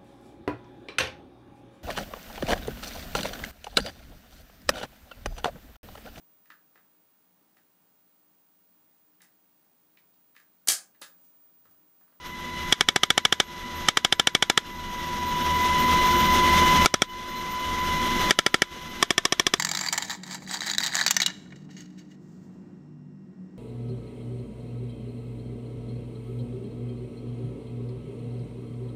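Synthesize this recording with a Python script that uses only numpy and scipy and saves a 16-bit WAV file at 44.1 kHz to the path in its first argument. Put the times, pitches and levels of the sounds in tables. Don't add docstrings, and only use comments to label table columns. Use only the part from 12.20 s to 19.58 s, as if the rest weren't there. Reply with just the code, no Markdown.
import sys
import numpy as np
from scipy import signal
from scipy.fft import rfft, irfft
from scipy.io import wavfile
from scipy.ndimage import uniform_filter1d, map_coordinates

SR = 44100
rng = np.random.default_rng(int(sys.argv[2]) if len(sys.argv) > 2 else 0)


def persist_wave(psi):
    counts = np.round(np.clip(psi, -1, 1) * 32767).astype(np.int16)
    wavfile.write(sys.argv[1], SR, np.atleast_2d(counts).T)


def decibels_to_gain(level_db):
    exponent = np.asarray(level_db, float) / 20
    return 10 ** exponent


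N = 325437
TIME = np.arange(N) / SR
FULL_HZ = 1003


def unit(x):
    return x / np.sqrt(np.mean(x ** 2) + 1e-20)


def along(points, hz):
    f, v = np.transpose(points)
    return np.interp(np.log(hz + 1), np.log(f + 1), v)


def wobble(rate):
    return map_coordinates(rng.standard_normal(int(N * rate / SR) + 4), [TIME * rate])


def tone(hz):
    return np.sqrt(2) * np.sin(2 * np.pi * (np.cumsum(hz) / SR + rng.random()))


def noise(gain, patchy_db):
    z = signal.stft(rng.standard_normal(N + 8192), nperseg=512)[2]
    field = uniform_filter1d(rng.standard_normal(z.shape), 6, axis=0)
    field = uniform_filter1d(field, 10, axis=1)
    x = signal.istft(z * decibels_to_gain(patchy_db * unit(field)), nperseg=512)[1]
    spectrum = rfft(x) * gain(np.fft.rfftfreq(len(x), 1 / SR))
    return unit(irfft(spectrum, len(x))[:N])


def thin(x):
    return signal.sosfilt(signal.butter(2, 700, "highpass", fs=SR, output="sos"), x)


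# (time of each shot [s], ..)
BURSTS = [
    [0.524, 0.608, 0.686, 0.76, 0.833, 0.903, 0.977, 1.051, 1.124, 1.2],
    [1.685, 1.771, 1.847, 1.924, 1.996, 2.071, 2.149, 2.224, 2.298, 2.375],
    [4.658, 4.74, 4.819],
    [6.107, 6.188, 6.263, 6.342, 6.419],
    [6.826, 6.905, 6.979, 7.052, 7.123, 7.196, 7.266, 7.337],
]


def gain_db(t):
    earlier_shot_s, hold_s, let_go_s, creep_s = -.05, .067, .043, 1.196
    ducked_db, let_go_db, creep_db = -59, 5, 21.5
    slams = np.r_[earlier_shot_s, np.concatenate(BURSTS) - .004]
    last_slam = slams[np.searchsorted(slams, t) - 1]
    free_s = np.maximum(t - last_slam - hold_s, 0)
    let_go = np.clip(free_s / let_go_s, 0, 1)
    creep = np.tanh(free_s / creep_s)
    return ducked_db + let_go_db * let_go + creep_db * creep, let_go


# (time [s], frequency [Hz])
MESH = [(0, 993), (.5, 995), (1.3, 990), (2.45, 989), (2.8, 987.5), (3.15, 989), (3.4, 994), (3.65, 1000.5),
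        (3.9, 1000.5), (4.2, 1003), (4.65, 1003.5), (5.5, 1002), (6.1, 1000), (6.8, 998), (7.38, 997)]


def shaft_speed():
    return np.interp(TIME, *np.transpose(MESH)) / FULL_HZ


# (frequency [Hz], spectral density [dB per Hz])
RUMBLE = [(8.8, -30.5), (15, 8), (118, -0.5), (227, 5.5), (302, -2), (348, -6.5), (450, -10), (580, -4.5),
          (990, -120)]
# (frequency [Hz], width [Hz], level [dB])
DRUM = [(21.2, 13, -4), (77.6, 9.6, -2), (159.8, 12, -6.5), (195.6, 9.3, -7.5), (241.5, 11.4, -6)]


def cabin_rumble(air_db, let_go, speed):
    patchy_db = 1.2

    def modes(f):
        return np.abs(sum(decibels_to_gain(db) * (f * w / (c * c - f * f + 1j * f * w)) ** 2 for c, w, db in DRUM))

    rumble = decibels_to_gain(-1 + .2 * wobble(2.6)) * noise(lambda hz: decibels_to_gain(along(RUMBLE, hz)), patchy_db)
    drum = noise(modes, patchy_db)
    droop_hz = FULL_HZ * (1 - speed)
    rumble_db = 4 + .133 * droop_hz - .5 * (1 - let_go)
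    return decibels_to_gain(air_db + rumble_db) * (rumble + drum)


# (frequency [Hz], spectral density [dB per Hz])
AIR = [(150, -13), (280, 1.5), (750, -2.5), (1450, 0.5), (1850, -2), (2600, -3.5), (3450, 0.5), (4050, -7),
       (4600, -10.5), (5300, -7), (6400, -7.5), (7600, -19), (10500, -21), (13500, -18), (15500, -25)]


def slipstream(air_db, speed):
    top_hz = 15050
    blades = tone(21.5 * speed)
    chopped = decibels_to_gain(8.5 + .7 * blades + 1.26 * wobble(30))
    return decibels_to_gain(air_db) * chopped * noise(lambda hz: decibels_to_gain(along(AIR, hz)) * (hz < top_hz), patchy_db=.47)


# (time [s], frequency [Hz])
WHISTLE = [(0, 13310), (.5, 13135), (1.1, 13050), (1.66, 13140), (2.45, 13260), (3.07, 13480), (3.4, 13610),
           (4.1, 13650), (4.64, 13590), (5.5, 13510), (6.1, 13455), (7.38, 13300)]


def compressor_whistle(air_db):
    hz = np.interp(TIME, *np.transpose(WHISTLE)) + 20 * wobble(90)
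    return decibels_to_gain(air_db) * decibels_to_gain(-12.5 + 5 * wobble(30)) * tone(hz)


def gears(family, speed):
    wander = .0004
    return sum(decibels_to_gain(db + shake_db * wobble(30)) * tone(hz * (speed + wander * wobble(8)))
               for hz, db, shake_db in family)


# (frequency [Hz], level [dB], unsteadiness [dB])
MAIN_GEAR = [(982, -17, 3), (1003, 0, .8), (1024, -25, 3)]
# (frequency [Hz], level [dB], unsteadiness [dB])
SECOND_GEAR = [(1975, -10, 3.5), (1990, -15, 3.5), (2007, -11, 3), (2040, -1.5, 2), (2062, -13, 3)]
# (frequency [Hz], level over slipstream [dB], unsteadiness [dB])
OTHER_GEARS = [(353, -2, 2.5), (883, -16, 3), (1124, -11, 3), (1397, -13, 3), (1529, -14, 3),
               (2799, -17, 3), (2988, -4, 4), (3488, -12, 3), (3951, -14, 3), (4016, -15, 4), (4082, -9, 4),
               (7068, -26, 3)]
# (time [s], main gear over slipstream [dB], second gear over slipstream
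# [dB])
GEAR_LOUDNESS = [(0, 9.5, 7.5), (1.4, 9, 4.5), (2.6, 11, 5), (3.17, 14.5, 0.5), (3.4, 15.5, 5), (4.5, 13, 4.5),
                 (5.6, 13, 5), (6.05, 10, 4), (6.55, 7.5, 2.5), (6.8, 3, 2)]


def gearbox(air_db, speed):
    s, main_db, second_db = np.transpose(GEAR_LOUDNESS)
    main = decibels_to_gain(air_db + np.interp(TIME, s, main_db)) * gears(MAIN_GEAR, speed)
    second = decibels_to_gain(air_db + np.interp(TIME, s, second_db)) * gears(SECOND_GEAR, speed)
    return main + second + decibels_to_gain(air_db) * gears(OTHER_GEARS, speed)


def helicopter():
    air_db, let_go = gain_db(TIME)
    air_db = uniform_filter1d(air_db, size=40)
    speed = shaft_speed()
    low = cabin_rumble(air_db, let_go, speed)
    return low + slipstream(air_db, speed) + compressor_whistle(air_db) + gearbox(air_db, speed)


# (frequency [Hz], spectral density [dB per Hz])
CABIN = [(59, 20), (100, 28), (350, 15), (836, -19.5), (1450, 1.5), (2800, -10), (3470, 2), (4200, -6.5),
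         (6560, -12), (12900, -28.5), (16000, -33)]
# (frequency [Hz], time to fall by 60 dB [s])
CABIN_T60 = [(200, 0.034), (1400, 0.1), (3500, 0.1), (9000, 0.097)]


def reverb(seconds):
    hz, t, z = signal.stft(rng.standard_normal(round(seconds * SR)), SR, nperseg=128)
    size = unit(np.abs(z) * decibels_to_gain(along(CABIN, hz))[:, None])
    decay = decibels_to_gain(-60 * t / along(CABIN_T60, hz)[:, None])
    return signal.istft(size * np.exp(1j * np.angle(z)) * decay, SR, nperseg=128)[1] / 8


def bolt(burst):
    s = burst[0] - .009
    slam = round(.006 * SR)
    db = gain_db(s)[0] + 20 - 9
    return round(s * SR), decibels_to_gain(db) * unit(thin(reverb(.02))[200:200 + slam])


TICK_DB = [-28, -33, -33, -32]


def mount_tick(stance, db, first):
    lead = round(.0034 * SR)
    rise = np.clip(np.arange(lead) / SR * 1200, 0, 1)
    tick = unit(thin(reverb(.02))[200:200 + lead])
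    return decibels_to_gain(db + TICK_DB[stance] + 5 * first) * tick * rise


def ring(modes, t, scatter_db, drift):
    hz, width, db = np.transpose(modes)[:, :, None]
    luck = rng.standard_normal((2,) + hz.shape)
    size = width * decibels_to_gain(db + scatter_db * luck[0])
    swing = np.cos(2 * np.pi * hz * (1 + drift * luck[1]) * t)
    return -np.sum(size * np.exp(-np.pi * width * t) * swing, axis=0) / np.sum(width * decibels_to_gain(db))


# (frequency [Hz], width [Hz], level [dB])
RING_FIRST = [(370, 550, -2), (815, 367, -5.5), (1296, 690, 6), (1696, 51, -0.5), (2227, 52, 1),
              (3130, 365, 7.5), (3390, 280, 6), (5080, 137, 0.5), (5530, 370, -8), (5680, 180, -5),
              (7900, 150, -24), (9150, 390, -22)]
RING_SECOND = [(380, 700, 0), (804, 400, -16.5), (1330, 180, 8), (1730, 71, 1), (2243, 200, 1.5),
               (2900, 310, -11), (3330, 246, 3), (4620, 1070, -4.5), (5650, 290, 0), (7200, 400, -58),
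               (8900, 1500, -18)]
RING_THIRD = [(380, 380, -1), (804, 950, -7.5), (1360, 130, 3), (1780, 200, 6.5), (2230, 68, -1),
              (3090, 460, 2), (4840, 600, -2), (5830, 180, -1.5), (9400, 2500, -14.5)]
RING_LAST = [(400, 300, -1.5), (692, 49, -8.5), (1112, 120, 9), (1787, 83, 2.5), (2260, 200, -3.5),
             (3340, 620, -3), (3300, 580, -5), (5100, 310, -2), (5580, 230, -22), (5700, 290, 1),
             (7260, 180, -47), (8600, 650, -12.5)]
# (delay [s], level [dB])
ECHOES = [(0, 0), (.0004, -2), (.0015, -12), (.003, -9), (.0053, -14)]


def blast(stance, t, walls, cabin):
    most, some = .85, .5
    gas = decibels_to_gain(-22 - 60 * t / .016)
    blows = gas * thin(some * walls + most * rng.standard_normal(len(t)))
    for lag, echo_db in ECHOES:
        luck = rng.standard_normal(size=2)
        blows[round(lag * (1 + .015 * luck[0]) * SR)] += decibels_to_gain(echo_db + .5 * luck[1])
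    modes = (RING_FIRST, RING_SECOND, RING_THIRD, RING_LAST)[stance]
    body = ring(modes, t, scatter_db=.8, drift=.005)
    capsule = signal.butter(2, [110, 8000], "bandpass", fs=SR, output="sos")
    direct = decibels_to_gain(13.5) * signal.sosfilt(capsule, signal.fftconvolve(blows, body)[:len(t)])
    direct = direct / (1 + np.abs(direct) ** 3) ** (1 / 3)
    rise = np.clip(t * 250, 0, 1)
    tail = decibels_to_gain(-13) * rise * thin(some * cabin + most * reverb(len(t) / SR)[:len(t)])
    smooth = signal.butter(2, [140, 11000], "bandpass", fs=SR, output="sos")
    return signal.sosfilt(smooth, direct + tail)


STANCE_FROM = [
    0,
    4,
    5.5,
    6.6,
]


def gun():
    shot_db, first_shot_db = [-3.5, -3, -3, -4.5], 2.5
    out, t = np.zeros(N + SR), np.arange(SR // 16) / SR
    walls = rng.standard_normal((len(STANCE_FROM), len(t)))
    cabin = [reverb(len(t) / SR)[:len(t)] for _ in STANCE_FROM]
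    for burst in BURSTS:
        start, slam = bolt(burst)
        out[start:][:len(slam)] += slam
        for s in burst:
            first = s == burst[0]
            stance = np.searchsorted(STANCE_FROM, s) - 1
            db = shot_db[stance] + first_shot_db * first
            start = round((s + .001) * SR)
            out[start:][:len(t)] += decibels_to_gain(db + .5) * blast(stance, t, walls[stance], cabin[stance])
            tick = mount_tick(stance, db, first)
            out[start - len(tick):start] += tick
    out = out[:N]
    muffled = signal.lfilter(*signal.iirpeak(4350, 5, SR), out)
    return out - .45 * muffled


def scene():
    return (gun() + helicopter())[None]


# (frequency [Hz], level in a bin [dB])
TREBLE_LIMIT = [(7000, -130), (9000, -104), (13500, -96), (13800, -84), (14300, -79), (15000, -73), (15200, -85)]


def drop_faint_treble(x):
    def spread(field, bins, frames):
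        return uniform_filter1d(uniform_filter1d(field, size=bins, axis=1), size=frames, axis=2)

    hz, _, z = signal.stft(x, SR, nperseg=1024)
    near = spread(np.abs(z) ** 2, 14, 4)
    near = near * decibels_to_gain(6 * unit(spread(rng.standard_normal(z.shape), 14, 2)))
    faint = near < decibels_to_gain(2 * along(TREBLE_LIMIT, hz))[:, None]
    return signal.istft(z * ~faint, SR, nperseg=1024)[1][:, :N]


def roll_off(x):
    return signal.sosfilt(signal.butter(12, 16450, fs=SR, output="sos"), x)


def record(dry):
    ceiling = .62
    dry = dry / (1 + np.abs(dry / ceiling) ** 6) ** (1 / 6)
    kept = drop_faint_treble(dry)
    band = signal.sosfilt(signal.cheby2(8, 22, 15600, fs=SR, output="sos"), kept)
    return roll_off(band)


dry = scene()
out = record(dry)
persist_wave(out)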